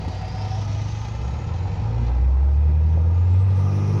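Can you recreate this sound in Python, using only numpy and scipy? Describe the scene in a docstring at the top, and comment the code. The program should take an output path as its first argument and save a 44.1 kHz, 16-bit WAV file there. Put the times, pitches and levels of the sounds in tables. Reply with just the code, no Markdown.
"""Diesel revving, inside the cab

From a hand-held microphone in a truck cab: a six-cylinder diesel idles, then revs steadily up.
The firing note booms in the cab over combustion clatter and injector ticks. A fan gathers speed,
and the turbo spools from a breathy whistle to a thin high whine over the hiss of the intake.
Around the microphone, ducts and panels ring and the trim bumps softly."""
import sys
import numpy as np
from scipy import signal
from scipy.fft import rfft, irfft
from scipy.io import wavfile

SR = 44100
rng = np.random.default_rng(int(sys.argv[2]) if len(sys.argv) > 2 else 0)


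def file_out(sig):
    """Save sig as 16-bit WAV at sys.argv[1]."""
    # one column per channel
    cols = np.atleast_2d(sig).T
    # limit, then scale
    lim = np.clip(cols, -1, 1)
    pcm = np.round(lim * 32767).astype(np.int16)
    wavfile.write(sys.argv[1], SR, pcm)


N = 176400
T = np.arange(N) / SR


def exhaust(firings):
    """The firing note booms in the cab, with its octave and the rougher orders of unequal cylinders."""
    # firing note, its octave and the order midway between them (time [s], level [dB])
    boom = [(0, -50.5), (1.15, -81), (1.55, -50), (1.86, -32.5), (2.05, -22), (2.25, -16), (3.15, -16.5),
            (3.38, -15), (3.6, -17.5), (3.76, -20.5), (4, -20)]
    octave = [(0, -35), (1.12, -36), (1.27, -24.5), (1.4, -31), (1.55, -26), (1.75, -28), (2.02, -24),
              (2.35, -52), (2.7, -35.5), (2.95, -34), (3.25, -52), (3.5, -42), (3.76, -33), (4, -35.5)]
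    midway = [(0, -64), (1.2, -49), (1.8, -32), (2.15, -37), (2.6, -44.5), (2.9, -34.5), (3.45, -54),
              (3.6, -28.5), (3.76, -31), (4, -27.5)]
    # the other engine orders (multiple of the firing rate, relative level [dB])
    rough_orders = [(.5, -15), (.833, -11), (1.167, -6), (1.333, -10), (2.5, -23), (3, -14), (3.5, -22),
                    (4, -21), (4.5, -21), (5, -15), (6, -22.5), (8, -25), (9, -22.5), (10, -22.5),
                    (12, -26.5)]
    # their common gain (time [s], gain [dB])
    rough_gain = [(0, -50.5), (1.2, -39), (2, -38), (2.5, -42.5), (3.48, -42), (3.62, -35), (4, -24)]
    uneven_firings = firings + .025 * drift(hz=70)
    rough = orders(uneven_firings, rough_orders)
    return (amp(curve(boom)) * tone(firings)
            + amp(curve(octave)) * tone(2 * firings)
            + amp(curve(midway)) * tone(1.5 * firings)
            + amp(curve(rough_gain)) * rough)


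def combustion(firings):
    """Each firing throws a burst of growl, clatter, knock, hiss and rumble, and a sharp injector tick."""
    # the six cylinders in firing order (strength [dB])
    cylinders = [-1.9, 1.2, -1.3, 1.5, -0.38, 0.84]
    # engine noise at the seat (time [s], growl [dB], clatter [dB], knock [dB], intake hiss [dB])
    levels = [(0, -44.5, -45, -49, -51.5), (.35, -44.5, -44, -49.5, -50), (.92, -46, -44.5, -49.5, -48),
              (1.27, -43.5, -42.5, -51.5, -53), (1.65, -43.5, -43.5, -51, -54),
              (2.08, -41.5, -43.5, -51.5, -55.5), (2.2, -43.5, -45.5, -55.5, -60),
              (2.4, -43.5, -46, -57.5, -62), (2.8, -44, -47.5, -56, -61.5), (3.1, -42, -44.5, -55, -61),
              (3.48, -43.5, -46, -55, -57.5), (3.62, -40, -42, -52.5, -57), (4, -42.5, -43, -49, -55)]
    # injector ticks and cab rumble (time [s], level [dB])
    tick_level = [(0, -74.5), (.4, -72.5), (1.36, -76), (1.5, -87), (2.3, -93.5), (3.1, -83.5),
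                  (3.7, -76.5), (4, -66)]
    rumble_level = [(0, -32.5), (1, -36.5), (1.9, -31.5), (2.6, -35.5), (3.4, -34), (4, -41.5)]
    # colour of each noise (frequency [Hz], relative density [dB])
    growl = [(120, -27), (200, 3), (300, -2), (350, 1.5), (390, -0.5), (440, -2.5), (500, 1.5), (570, -2),
             (650, -1.5), (850, -30), (2000, -58), (8000, -100)]
    clatter = [(450, -32), (620, -4.5), (760, -2), (830, 1.5), (890, -0.5), (980, -0.5), (1050, -4.5),
               (1130, -9), (1210, -9.5), (1330, -11.5), (1600, -18), (3000, -57), (8000, -97)]
    knock = [(700, -28), (1300, -1), (1600, -1), (2000, 2.5), (2300, -1), (2600, 2), (3000, -13),
             (3600, -11), (6000, -39.5), (10000, -59)]
    hiss = [(1500, -21), (3000, 0.5), (3350, 1), (3550, -2), (3750, -0.5), (4150, -0.5), (4600, -1),
            (5500, -1.5), (6300, -5), (7150, -12), (7800, -21), (8400, -27.5), (10000, -43.5), (13000, -45),
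            (16000, -43.5)]
    tick = [(4000, -2.5), (7500, -2), (8600, 5), (9100, 3), (9800, 3.5), (11000, 0.5), (12000, -7.5),
            (13400, -5.5), (15000, -4), (16000, -10)]
    rumble = [(10, -16), (22, -27.5), (36, -12.5), (48, -19.5), (62, -3.5), (90, 4), (125, -4.5),
              (160, -0.5), (190, -12), (260, -19), (500, -75), (6000, -105)]
    # reflections off dash and glass (delay [s])
    reflections = [.0025, .0041, .0067]
    stroke = firings.astype(int)
    scatter_db = rng.standard_normal(1000)
    strength = amp(np.array(cylinders)[stroke % len(cylinders)] - scatter_db[stroke])
    delays = [delay + .00015 * drift(hz=.8) for delay in reflections]  # the microphone sways in the hand

    def pulsed(spectrum, share, fade_cycles=.42):
        """Fluttering noise of rms 1, a share of it gated by the firings."""
        burst = unit(np.exp(-(firings % 1) / fade_cycles) * strength)
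        flutter = amp(1.02 * drift(hz=26.4))
        noise = rng.standard_normal(N) * (1 - share + share * burst) * flutter
        return unit(colour(ringing(noise, delays), spectrum))

    return (amp(curve(levels, column=1)) * pulsed(growl, share=.13)
            + amp(curve(levels, column=2)) * pulsed(clatter, share=.13)
            + amp(curve(levels, column=3)) * pulsed(knock, share=.22)
            + amp(curve(levels, column=4)) * pulsed(hiss, share=.29)
            + amp(curve(tick_level)) * pulsed(tick, share=.58, fade_cycles=.17)
            + amp(curve(rumble_level)) * pulsed(rumble, share=.39))


def fan():
    """A four-bladed fan hums as it gathers speed."""
    # the fan's run (time [s], shaft speed [turns/s], blade note [dB], its octave [dB])
    run = [(0, 21.2, -28, -46), (.28, 25.2, -31, -60), (.42, 25.4, -26, -47), (.75, 25.6, -25, -49.5),
           (1, 26.9, -28, -50.5), (1.3, 28.8, -32.5, -47.5), (1.7, 26.8, -32, -53),
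           (2.02, 28.9, -42.5, -40.5), (2.3, 27, -38, -59), (2.85, 28.2, -39, -48), (3.3, 27, -37.5, -45.5),
           (4, 29.5, -49, -48)]
    # weaker fan tones (multiple of the shaft speed, level against the blade note [dB])
    shaft_orders = [(3, -15), (5, -10.5), (6, -23.5), (7, -21), (11, -23.5)]
    shaft = turns(curve(run))
    blades = 4 * shaft
    hum = amp(curve(run, column=2)) * (tone(blades) + orders(shaft, shaft_orders))
    return hum + amp(curve(run, column=3)) * tone(2 * blades)


def turbo():
    """Two fluttering blade tones climb with the shaft: a thin whine and a breathy whistle above it."""
    # spool-up (time [s], whine pitch [Hz], whine [dB], breathy whistle [dB])
    spool = [(0, 2600, -77, -53), (.22, 2842, -76, -51), (.52, 3198, -73, -48), (.75, 3440, -78.5, -55),
             (1, 3680, -83, -59), (1.25, 3961, -75, -66), (1.6, 4120, -69.5, -70), (2.3, 4500, -76, -83.5),
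             (2.65, 5050, -82, -86.5), (2.87, 5740, -74, -89), (3.15, 6670, -72, -88),
             (3.5, 8250, -73, -90), (3.72, 9320, -69, -73.5), (3.85, 9850, -74, -72), (4, 10020, -72, -83)]
    # intake duct resonances, in which the whistle flares (frequency [Hz], gain [dB])
    duct = [(4300, -3.5), (4850, 1.5), (5080, -2.5), (5300, -3), (5750, 0), (6050, 3), (6300, 5), (7000, 2)]
    hz = curve(spool) * (1 + .005 * drift(hz=20))
    whine = amp(curve(spool, column=2)) * whistle(hz, width_hz=150)
    breathy = amp(curve(spool, column=3)) * colour(whistle(hz * 1.667, width_hz=580), duct)
    flutter = amp(2 * drift(hz=24))
    return (whine + breathy) * flutter


def panels():
    """Ducts and panels around the microphone sing for a while, wavering, as the engine excites them."""
    # resonances (pitch [Hz], width [Hz], held from [s], held to [s], fade either side [s], level [dB])
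    rings = [(750, 30, .19, .56, .12, -40.5), (735, 50, 0, .2, .1, -45.5), (645, 50, 0, .8, .13, -48),
             (820, 50, .72, 2.2, .12, -53), (745, 40, 1.3, 2.1, .12, -52), (1218, 40, .45, 1.25, .15, -55),
             (468, 110, 1.85, 2.06, .12, -47), (232, 25, 1.95, 2.06, .08, -40),
             (1200, 50, 3.05, 3.55, .15, -56), (1205, 75, 3.58, 4, .06, -47.5),
             (485, 110, 3.55, 4, .1, -52), (2620, 200, 3.3, 4, .3, -63), (5630, 950, 3.74, 4, .26, -55),
             (15096, 800, 3.62, 4, .15, -77)]
    out = np.zeros(N)
    waver = 1 + .007 * drift(hz=6)
    for hz, width, start, end, fade, db in rings:
        swell = np.clip(1 + np.minimum(T - start, end - T) / fade, 0, 1)
        out += amp(db) * swell * whistle(hz * waver, width)
    return out


def trim_bumps():
    """Soft bumps in the cab set the trim's modes ringing briefly."""
    # bumps (time [s], pitch [Hz], rise [s], time to fall 60 dB [s], level [dB])
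    bumps = [(.072, 265, .008, .08, -27.5), (2.68, 360, .03, .17, -31), (2.974, 522, .001, .04, -32)]
    # trim modes (multiple of the bump's pitch, relative level [dB])
    trim_modes = [(.6, -4), (.82, -5), (1, 0), (1.3, -8), (1.65, -9)]
    out = np.zeros(N)
    for start, hz, rise, t60, db in bumps:
        age = np.maximum(T - start, 0)
        modes = sum(amp(mode_db) * tone(ratio * hz * age) for ratio, mode_db in trim_modes)
        out += amp(db) * np.minimum(age / rise, 1) * decay(age, t60) * modes
    return out


def faint_clicks():
    """Tiny high clicks, each only a few cycles long."""
    # clicks (time [s], level [dB])
    clicks = [(2.012, -57), (2.112, -55), (2.752, -56), (3.112, -50), (3.272, -51), (3.671, -49)]
    hz, half_width_s = 12000, .00013
    out = np.zeros(N)
    for at, db in clicks:
        envelope = np.exp(-((T - at) / half_width_s) ** 2)
        out += amp(db) * envelope * np.sin(2 * np.pi * hz * (T - at))
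    return out


def orders(cycles, table):
    """Multiples of a rotation, rounded to sixths, each swaying in strength and coloured by the cab."""
    # response of the cab's air (frequency [Hz], gain [dB])
    cab_air = [(30, -7.5), (50, -2), (80, 4.5), (115, 0.5), (135, -5.5), (160, 7), (185, -8.5), (220, 6.5),
               (260, -12.5), (300, -2.5), (350, 2.5), (480, -0.5), (1200, -5.5)]
    sway_db = 4
    lines = sum(amp(db + sway_db * drift(hz=5)) * tone(np.round(multiple * 6) / 6 * cycles)
                for multiple, db in table)
    return colour(lines, cab_air)


def ringing(x, delays):
    """Shifting cab reflections and block modes that come and go give noise a metallic grain."""
    # modes of the engine block and cab trim (frequency [Hz], lift [dB])
    block = [(960, 1), (1335, 3), (1645, 3), (1898, 2.5), (2035, 3.5), (2115, 2), (2592, 2), (3100, 4),
             (3400, 3), (3790, 3), (4110, 3), (5080, 2), (5595, 2), (5945, 1.5), (8550, 4), (9600, 3),
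             (10250, 3), (11000, 4)]
    reflection_share, echo_share, mode_width_hz = .22, .25, 45
    hz = np.fft.rfftfreq(N, 1 / SR)
    reflected = sum(np.interp(T - delay, T, x) for delay in delays)
    echoes = rng.standard_normal(N) * decay(T, t60=.07)
    echo_response = np.clip(hz / 1000, 0, 1) * rfft(echoes / np.linalg.norm(echoes))  # thin in the bass
    spectrum = rfft(x + reflection_share * reflected) * (1 + echo_share * echo_response)
    out = irfft(spectrum, N)
    for modes in (block[::2], block[1::2]):  # two sets that sway independently
        lift = sum((amp(db) - 1) / (1 + (2 * (hz - mode) / mode_width_hz) ** 2) for mode, db in modes)
        out += irfft(spectrum * lift, N) * (1 + .6 * drift(hz=3))
    return out


def amp(db):
    """Decibels to gain."""
    return 10 ** (np.asarray(db) / 20)


def unit(x):
    """Scales to rms 1."""
    return x / np.sqrt(np.mean(x ** 2) + 1e-20)


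def decay(age, t60):
    """A fall of 60 dB every t60 seconds."""
    return np.exp(-np.log(1000) * age / t60)


def curve(table, column=1):
    """One column of a time table, at every sample."""
    rows = np.array(table, float)
    return np.interp(T, rows[:, 0], rows[:, column])


def colour(x, spectrum):
    """Filters by a table of (frequency [Hz], gain [dB])."""
    hz, db = np.transpose(spectrum)
    gain_db = np.interp(np.log(np.fft.rfftfreq(N, 1 / SR) + 1), np.log(hz), db)
    return irfft(rfft(x) * amp(gain_db), N)


def drift(hz):
    """Random motion of rms 1, up to about the given rate."""
    f = np.fft.rfftfreq(N, 1 / SR)
    return unit(irfft(rfft(rng.standard_normal(N)) / (1 + (f / hz) ** 2) ** 2, N))


def turns(hz):
    """Cycles completed at a changing rate."""
    return np.cumsum(hz * np.ones(N)) / SR


def whistle(hz, width_hz):
    """Noise in a resonance that can move."""
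    angle = 2 * np.pi * turns(hz)
    return unit(drift(width_hz) * np.cos(angle) + drift(width_hz) * np.sin(angle))


def tone(cycles):
    """A sine of rms 1 with a random starting phase."""
    return np.sqrt(2) * np.sin(2 * np.pi * (cycles + rng.random()))


def scene():
    """Engine, fan, turbo and cab at one microphone."""
    # engine speed, from idle upward (time [s], firing rate [Hz])
    speed = [(0, 29.94), (1.17, 29.94), (1.27, 33.3), (1.5, 41.6), (1.75, 48.6), (1.87, 55), (2.02, 58.6),
             (2.25, 63), (2.5, 70.2), (3, 81.6), (3.45, 94.8), (3.62, 95.5), (3.76, 99), (4, 100.6)]
    wobble = 1 + .0052 * drift(hz=14)
    firings = .58 + turns(curve(speed) * wobble)  # starts partway through a firing cycle
    engine = exhaust(firings) + combustion(firings)
    return (engine + fan() + turbo() + panels() + trim_bumps() + faint_clicks())[None]


def record(dry):
    """The microphone's faint hiss, then the recorder's band limit."""
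    noisy = dry + amp(-83) * rng.standard_normal(N)
    lowpass = signal.firwin(511, cutoff=15750, window=("kaiser", 9), fs=SR)
    return signal.oaconvolve(noisy, lowpass[None], "same")


dry = scene()
out = record(dry)
file_out(out)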